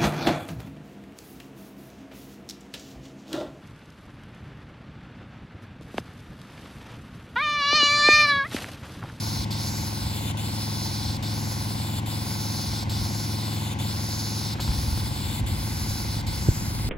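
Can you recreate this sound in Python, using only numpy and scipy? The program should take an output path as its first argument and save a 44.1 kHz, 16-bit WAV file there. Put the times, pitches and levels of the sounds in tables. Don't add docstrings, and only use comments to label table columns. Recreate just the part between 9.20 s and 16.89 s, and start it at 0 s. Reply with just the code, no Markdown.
import sys
import numpy as np
from scipy import signal
from scipy.fft import rfft, irfft, next_fast_len
from scipy.io import wavfile
from scipy.ndimage import map_coordinates

SR = 44100
rng = np.random.default_rng(int(sys.argv[2]) if len(sys.argv) > 2 else 0)


def to_wav(s):
    ch = np.atleast_2d(s).T
    pcm = np.round(np.clip(ch, -1, 1) * 32767)
    wavfile.write(sys.argv[1], SR, pcm.astype(np.int16))


N = 339129

# (frequency [Hz], relative density [dB per Hz])
NOZZLE_SPECTRUM = [(700, -20), (1500, 7), (2600, 0.5), (3100, 9), (3600, 0.5), (4500, 6.5), (6300, -7.5),
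                   (7500, 6), (10300, 6.5), (11800, 4), (15800, 1.5)]
SPLASH_SPECTRUM = [(1200, -15.5), (2000, -23), (2800, -10), (3500, -4), (4200, 6), (5100, 0), (6000, -1),
                   (7000, -3), (9000, -46), (16000, -48)]
SLAP_SPECTRUM = [(1800, -1), (2600, 5.5), (3050, 9), (3300, 1), (3600, 6), (4150, -8), (4600, -25),
                 (5000, -20), (8000, -44)]
# (frequency [Hz], relative density [dB per Hz])
STREET_SPECTRUM = [(20, -19), (45, -9.5), (80, 5), (150, 1.5), (200, -0.5), (260, -4), (430, -11),
                   (600, -15.5), (750, -10.5), (890, -4.5), (1010, -13.5), (1150, -13), (1290, -23.5),
                   (1480, -11.5), (1780, -16), (2080, -13.5), (2700, -17), (4000, -19), (6000, -25.5),
                   (16000, -50)]
GUST_SPECTRUM = [(12, -32), (30, -8), (50, 3), (90, 4.5), (160, -11.5), (250, -12.5), (400, -54),
                 (1000, -72)]
RUSH_SPECTRUM = [(1850, -36), (2080, 8), (2300, -31), (2520, -7), (2700, -24), (4000, -60)]
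# (frequency [Hz], phase [rad])
SPRAY_PORT_PHASE = [(1000, 0), (2200, .1), (3000, .8), (4000, .4), (5500, 1.6), (7000, 0), (8400, -2.5),
                    (9500, -3.4), (11200, -6.3), (12800, -9.1), (13700, -9.6), (15000, -12.5)]
ENGINE_PORT_PHASE = [(60, .05), (130, 0.24), (300, 0.71), (450, 0.25), (580, 1.52), (950, 1.16),
                     (1200, 3.07), (1500, 3.65), (2400, 0.61)]
# (frequency [Hz], share [0-1])
SPRAY_PORT_LIKENESS = [(1500, .55), (4000, .9), (6000, .76), (7800, .82), (9000, .97), (10200, .89),
                       (12200, .86), (13300, .97), (16000, .88)]
STREET_PORT_LIKENESS = [(50, .96), (250, .8), (600, .68), (1300, .35), (2200, .65), (12000, .5)]

# (frequency [Hz], gain [dB])
PAVEMENT_REFLECTION = [(2000, -8), (3300, -4.5), (5500, -5.5), (8000, -7), (11000, -7), (16000, -11)]
# (frequency [Hz], gain [dB])
SURFACE_RIPPLES = [(1500, 1.5), (1760, -6), (2100, 3), (2480, 3), (2650, -3), (3030, -2), (3250, -5),
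                   (3450, 6), (3830, -0.5), (4130, 0.5), (4400, -1.5), (4780, 1), (5000, 4), (5400, 2.2),
                   (5720, 3.5), (6000, 0.5), (6400, 3), (6900, 1.5), (7250, 2.5), (8000, -0.5)]
# (trigger opens [s], pause before it [s],
# pavement echo lag at the turn [ms], lag at the bottom of the sweep [ms], splash level before swell and trim [dB],
# hiss level before low-wand boost, spurt and trim [dB], lead at the left port [microseconds])
WAND_TURNS = [(-.52, 0.049, 0.31, 0.18, -46, -40, 20), (0.306, 0.057, 0.24, 0.16, -34.5, -41.5, -17),
              (1.17, 0.051, 0.31, 0.2, -42, -41, 33), (2.025, 0.053, 0.25, 0.17, -36, -42, -13),
              (2.86, 0.061, 0.28, 0.19, -43, -40.5, 21), (3.695, .056, 0.25, 0.17, -35, -41, -20),
              (4.588, 0.049, 0.31, 0.18, -40.5, -41.5, 19), (5.401, 0.058, 0.26, 0.19, -35.5, -40.5, -13),
              (6.263, 0.055, 0.28, 0.18, -45, -41, 25), (7.066, 0.05, 0.25, 0.15, -37.5, -41, 3),
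              (7.92, .055, 0.27, .17, -46.5, -43, 69)]
BACK_LOWEST, BACK_FLATNESS, BACK_SWELL_DB = 0.42, 2.75, 4.5
OUT_LOWEST, OUT_FLATNESS, OUT_SWELL_DB = 0.26, 1.2, 1.1
LOW_HISS_DB = 1.2
SPURT_DB, SPURT_S = 1, 0.023

# (time [s], firings per second [Hz])
FIRING_RATE = [(0, 21.39), (1.2, 21.325), (2.2, 21.39), (2.6, 21.42), (4, 21.445), (4.8, 21.41),
               (7.69, 21.4)]
# (time [s], level [dB])
ENGINE_GAIN = [(0, -0.24), (4.7, 0.46), (5.8, -1), (7.69, -2.5)]
# (order [multiple of the firing rate], level before waver and trim [dB])
EXHAUST_ORDERS = [(2, -39), (3, -20.5), (4, -6.5), (5, 1), (5.5, -29), (6, -12.5), (6.5, -22.5), (7, -7.5),
                  (7.5, -29), (8, -12.5), (9, -11), (10, -7.5), (10.5, -33), (11, -15.5), (11.5, -28.5),
                  (12, -22), (12.5, -35), (13, -13), (14, -17.5), (14.5, -32.5), (15, -20), (15.5, -37),
                  (16, -16.5), (17, -28.5), (18, -28.5), (19, -37.5)]
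MUFFLER_PHASE = (92.41, -.1125)
# (place in the cycle [share], pitch [Hz], rms level before trim [dB], t60 of each resonator [s])
ENGINE_KNOCKS = [(.177, 477, -67.5, 0.011), (0.238, 1004, -56.5, 0.0085), (0.447, 896, -53.5, 0.009),
                 (0.457, 2014, -59, 0.0061), (0.55, 542.6, -55, 0.026), (0.579, 758, -51, 0.02),
                 (0.603, 814, -55.5, 0.044), (.578, 1035, -52, 0.013), (0.851, 1084, -56, 0.036),
                 (0.87, 984, -61, 0.022), (0.871, 592, -60.5, 0.0081)]
START_SHARE, EXHAUST_SHARE = .055, .4713

CALM_DB, BREEZE_DB, BREEZE_FROM_S, BREEZE_RISE_S = -44.5, -34, 5.16, 0.35
# (peak time [s], width between the points at 1/e of peak power [s], level [dB])
WIND_GUSTS = [(.21, 0.048, -32), (0.845, 0.074, -36), (1.88, .18, -37), (2.3, 0.2, -40), (3.0, .2, -45),
              (3.49, 0.045, -35), (3.77, 0.25, -34.5), (5.752, 0.28, -34.5), (6.245, 0.11, -34),
              (6.693, 0.054, -37), (7.38, 0.49, -32.5), (7.67, 0.086, -29)]
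# (time [s], level before mode and tilt [dB], scuff decay constant [s], brightness [dB per octave])
CLACK_EVENTS = [(5.355, -37, .002, 4), (5.387, -36, 0.0045, -2), (5.397, -29.5, 0.0015, 1),
                (5.401, -36, .0006, -7), (5.478, -33, .0006, 0), (5.517, -37.5, 0.00046, 6),
                (5.775, -40, .001, -1), (7.59, -42, .002, 15)]
# (pitch [Hz], relative level [dB], t60 [s])
CLACK_RINGING = [(720, -6, .016), (1000, 0, .02), (1330, -2, .018), (1650, -3, .016), (2150, -6, .014),
                 (2500, -8, .012), (3200, -13, .008)]
# (time [s], thud blow [dB], thud pitch [Hz], hard knock blow [dB])
MICROPHONE_BUMPS = [(5.489, -10, 70.5, -49), (5.669, -17, 64.6, -52), (5.72, -14, 75, -50),
                    (5.775, -22, 130, -32), (6.209, -15, 133, -46), (6.225, -14.5, 61, -49),
                    (6.315, -16, 97.5, -50), (6.688, -18, 52, -48), (6.965, -15.5, 112, -52),
                    (7.28, -18, 150, -42), (7.286, -1.5, 107.4, -10.5), (7.408, -19, 90, -47),
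                    (7.663, -17, 90, -32)]

LEFT_RIGHT = np.array([[1], [-1]])


def from_db(db):
    return 10 ** (np.asarray(db) / 20)


def rms_one(x):
    return x / np.sqrt(np.mean(x ** 2) + 1e-20)


def in_time(rows):
    times, *columns = np.transpose(rows)
    return [np.interp(np.arange(N) / SR, times, column) for column in columns]


def at_bins(points):
    hz = np.fft.rfftfreq(next_fast_len(N + SR // 4), 1 / SR)
    table_hz, values = np.transpose(points)
    return np.interp(np.log(hz + 1), np.log(table_hz), values)


def filtered(x, response):
    size = next_fast_len(N + SR // 4)
    return irfft(rfft(x, size) * response, size)[..., :N]


def drift(rate):
    knots = rng.standard_normal(4000)
    return np.interp(np.arange(N) / SR * rate, np.arange(len(knots)), knots)


def two_ports(x, phase):
    return np.array([filtered(x, np.exp(1j * at_bins(phase))), x])


def stereo_noise(spectrum, likeness, phase):
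    shared = rng.standard_normal(N)
    own = rng.standard_normal((2, N))
    alike = np.clip(at_bins(likeness), 0, 1)
    colour = from_db(at_bins(spectrum))
    common_part = filtered(two_ports(shared, phase), colour * np.sqrt(alike))
    own_part = filtered(own, colour * np.sqrt(1 - alike))
    return rms_one(common_part + own_part)


def delayed(x, lag_s):
    places = [np.arange(N) - lag_s * SR]
    return np.array([map_coordinates(side, places, order=3, mode="mirror") for side in x])


def clicks(times, level_db):
    out = np.zeros(N)
    places = np.round(np.asarray(times) * SR).astype(int)
    out[np.clip(places, 0, N - 1)] = from_db(level_db)
    return out


def ring(blows, hz, t60):
    decay = from_db(-60 / (t60 * SR))
    turn = 2 * np.pi * hz / SR
    return signal.lfilter([0, np.sin(turn)], [1, -2 * decay * np.cos(turn), decay ** 2], blows + 1e-18)


def sweep_clock():
    t = np.arange(N) / SR
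    starts = np.array(WAND_TURNS)[:, 0]
    sweep = np.clip(np.searchsorted(starts, t) - 1, 0, len(starts) - 2)
    since = t - starts[sweep]
    return sweep, since / np.diff(starts)[sweep], since


def wand():
    _, _, turn_lag_ms, low_lag_ms, *_ = np.transpose(WAND_TURNS)
    *_, splash_db, hiss_db, _ = in_time(WAND_TURNS)
    sweep, along, since = sweep_clock()
    outward = sweep % 2 == 1
    lowest = np.where(outward, OUT_LOWEST, BACK_LOWEST)
    flatness = np.where(outward, OUT_FLATNESS, BACK_FLATNESS)
    rising = along > lowest
    height = np.abs((along - lowest) / (rising - lowest)) ** flatness
    lag_ms = (1 - height) * low_lag_ms[sweep] + height * turn_lag_ms[sweep + rising]
    swell_db = np.where(outward, OUT_SWELL_DB, BACK_SWELL_DB) * np.sin(np.pi * along)
    spurt_db = SPURT_DB * np.exp(-since / SPURT_S)
    return lag_ms, splash_db + swell_db, hiss_db + LOW_HISS_DB * (1 - height) + spurt_db


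def trigger(close_s=.01, open_s=.003, tail_s=.05, tail_share=.032):
    t = np.arange(N) / SR
    flow = np.ones(N)
    for reopen, pause_s, *_ in WAND_TURNS:
        closing = np.clip((t - (reopen - pause_s)) / close_s + .5, 0, 1)
        not_reopened = np.clip((reopen - t) / open_s + .5, 0, 1)
        flow *= 1 - closing * not_reopened
    keep = np.exp(-1 / (tail_s * SR))
    tail_power = tail_share * signal.lfilter([1 - keep], [1, -keep], flow ** 2)
    return np.sqrt(flow ** 2 + tail_power)


def swung(jet, split_hz=7000):
    *_, lead_us = in_time(WAND_TURNS)
    low = filtered(jet, at_bins([(split_hz, 1), (split_hz + 500, 0)]))
    left, right = low[:1], low[1:]
    half_s = lead_us / 2e6
    return jet - low + np.vstack([delayed(left, -half_s), delayed(right, half_s)])


def spray(nozzle_db=1.4, splash_db=-5.5, splash_echo=0.82, slap_db=-45.5, slap_db_per_ms=89.0,
          slap_left_db=3.5, sputter_db=0.22, surge_db=0.99):
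    lag_ms, splash_level, nozzle_level = wand()

    def noise(spectrum):
        return stereo_noise(spectrum, SPRAY_PORT_LIKENESS, SPRAY_PORT_PHASE)

    hiss = noise(NOZZLE_SPECTRUM) * from_db(nozzle_level + nozzle_db)
    splash = noise(SPLASH_SPECTRUM) * from_db(splash_level + splash_db)
    slap_level = slap_db + slap_db_per_ms * np.minimum(lag_ms - .28, 0)
    slap = noise(SLAP_SPECTRUM) * from_db(slap_level + slap_left_db * LEFT_RIGHT)
    reflected = filtered(hiss + slap + splash_echo * splash, from_db(at_bins(PAVEMENT_REFLECTION)))
    echo = delayed(reflected, lag_ms / 1000)
    unevenness = from_db(sputter_db * drift(350) + surge_db * drift(40))
    jet = (hiss + splash + slap + echo) * trigger() * unevenness
    return filtered(swung(jet), from_db(at_bins(SURFACE_RIPPLES)))


def exhaust(cycle, level_db=-33.5, waver_db=0.1, uneven_db=0.67):
    note = 0
    for order, order_db in EXHAUST_ORDERS:
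        held_back = np.dot(MUFFLER_PHASE, [np.log(order), order ** 2])
        phase = 2 * np.pi * order * (cycle - EXHAUST_SHARE) - held_back
        note = note + from_db(order_db + waver_db * drift(2.2)) * np.cos(phase)
    return np.sqrt(2) * note * from_db(level_db + uneven_db * drift(21.4))


def clatter(cycle, level_db=0.87, uneven_db=1.0, loose_s=.00003):
    turns = np.arange(np.floor(cycle[-1]))
    out = 0
    for share, hz, db, t60 in ENGINE_KNOCKS:
        late, strength = rng.standard_normal((2, len(turns)))
        times = np.interp(turns + share, cycle, np.arange(N) / SR)
        blows = clicks(times + loose_s * late, uneven_db * strength)
        knock = ring(ring(blows, hz, t60), hz, t60)
        out = out + from_db(db + level_db) * rms_one(knock)
    return out


def engine(hunt_hz=0.018, exhaust_left_db=0.5, clatter_left_db=3.5):
    speed, = in_time(FIRING_RATE)
    level_db, = in_time(ENGINE_GAIN)
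    cycle = START_SHARE + np.cumsum(speed + hunt_hz * drift(10)) / SR
    drone = two_ports(exhaust(cycle), ENGINE_PORT_PHASE) * from_db(exhaust_left_db * LEFT_RIGHT)
    knocks = two_ports(clatter(cycle), ENGINE_PORT_PHASE) * from_db(clatter_left_db * LEFT_RIGHT)
    return from_db(level_db) * (drone + knocks)


def street(level_db=-37.5):
    return from_db(level_db) * stereo_noise(STREET_SPECTRUM, STREET_PORT_LIKENESS, ENGINE_PORT_PHASE)


def wind_strength():
    t = np.arange(N) / SR
    risen = np.clip((t - BREEZE_FROM_S) / BREEZE_RISE_S, 0, 1)
    breeze = from_db(CALM_DB + (BREEZE_DB - CALM_DB) * risen)
    gusts = sum(from_db(db) ** 2 * np.exp(-(2 * (t - peak_s) / width_s) ** 2) for peak_s, width_s, db in WIND_GUSTS)
    return 10 * np.log10(breeze ** 2 + gusts)


def wind():
    return stereo_noise(GUST_SPECTRUM, STREET_PORT_LIKENESS, ENGINE_PORT_PHASE) * from_db(wind_strength())


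def clacks(grit_share=0.1):
    out = np.zeros(N)
    t = np.arange(SR // 20) / SR
    pivot_hz = CLACK_RINGING[2][0]
    for time_s, level_db, scuff_s, tilt_db in CLACK_EVENTS:
        grit = rng.standard_normal(len(t)) * np.exp(-t / scuff_s)
        contact = signal.unit_impulse(len(t)) + grit_share * grit / np.linalg.norm(grit)
        sound = 0
        for hz, mode_db, t60 in CLACK_RINGING:
            gain = from_db(level_db + mode_db + tilt_db * np.log2(hz / pivot_hz))
            sound = sound + ring(contact, hz, t60) * gain
        start = int(time_s * SR)
        out[start:start + len(t)] += sound[:N - start]
    return out


def bumps(thud_cycles=5.2, knock_hz=320, knock_t60=0.02, soft_hz=680, left_lag_s=0.00039):
    thuds = sum(ring(clicks(time_s, db), hz, thud_cycles / hz) for time_s, db, hz, _ in MICROPHONE_BUMPS)
    times, _, _, knock_db = np.transpose(MICROPHONE_BUMPS)
    sound = thuds + ring(clicks(times, knock_db), knock_hz, knock_t60)
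    sound = signal.sosfilt(signal.butter(3, soft_hz, fs=SR, output="sos"), sound)
    return np.array([delayed([sound], left_lag_s)[0], sound])


def rush(level_db=-53.5, from_s=5.6, rise_s=.8):
    swell = np.clip((np.arange(N) / SR - from_s) / rise_s, 0, 1)
    return from_db(level_db) * swell * stereo_noise(RUSH_SPECTRUM, STREET_PORT_LIKENESS, ENGINE_PORT_PHASE)


def scene():
    return spray() + engine() + street() + wind() + clacks() + bumps() + rush()


def record(dry):
    dry = signal.sosfilt(signal.butter(4, 32, "high", fs=SR, output="sos"), dry)
    return signal.sosfilt(signal.ellip(12, .1, 90, 15800, fs=SR, output="sos"), dry)


dry = scene()
out = record(dry)
to_wav(out)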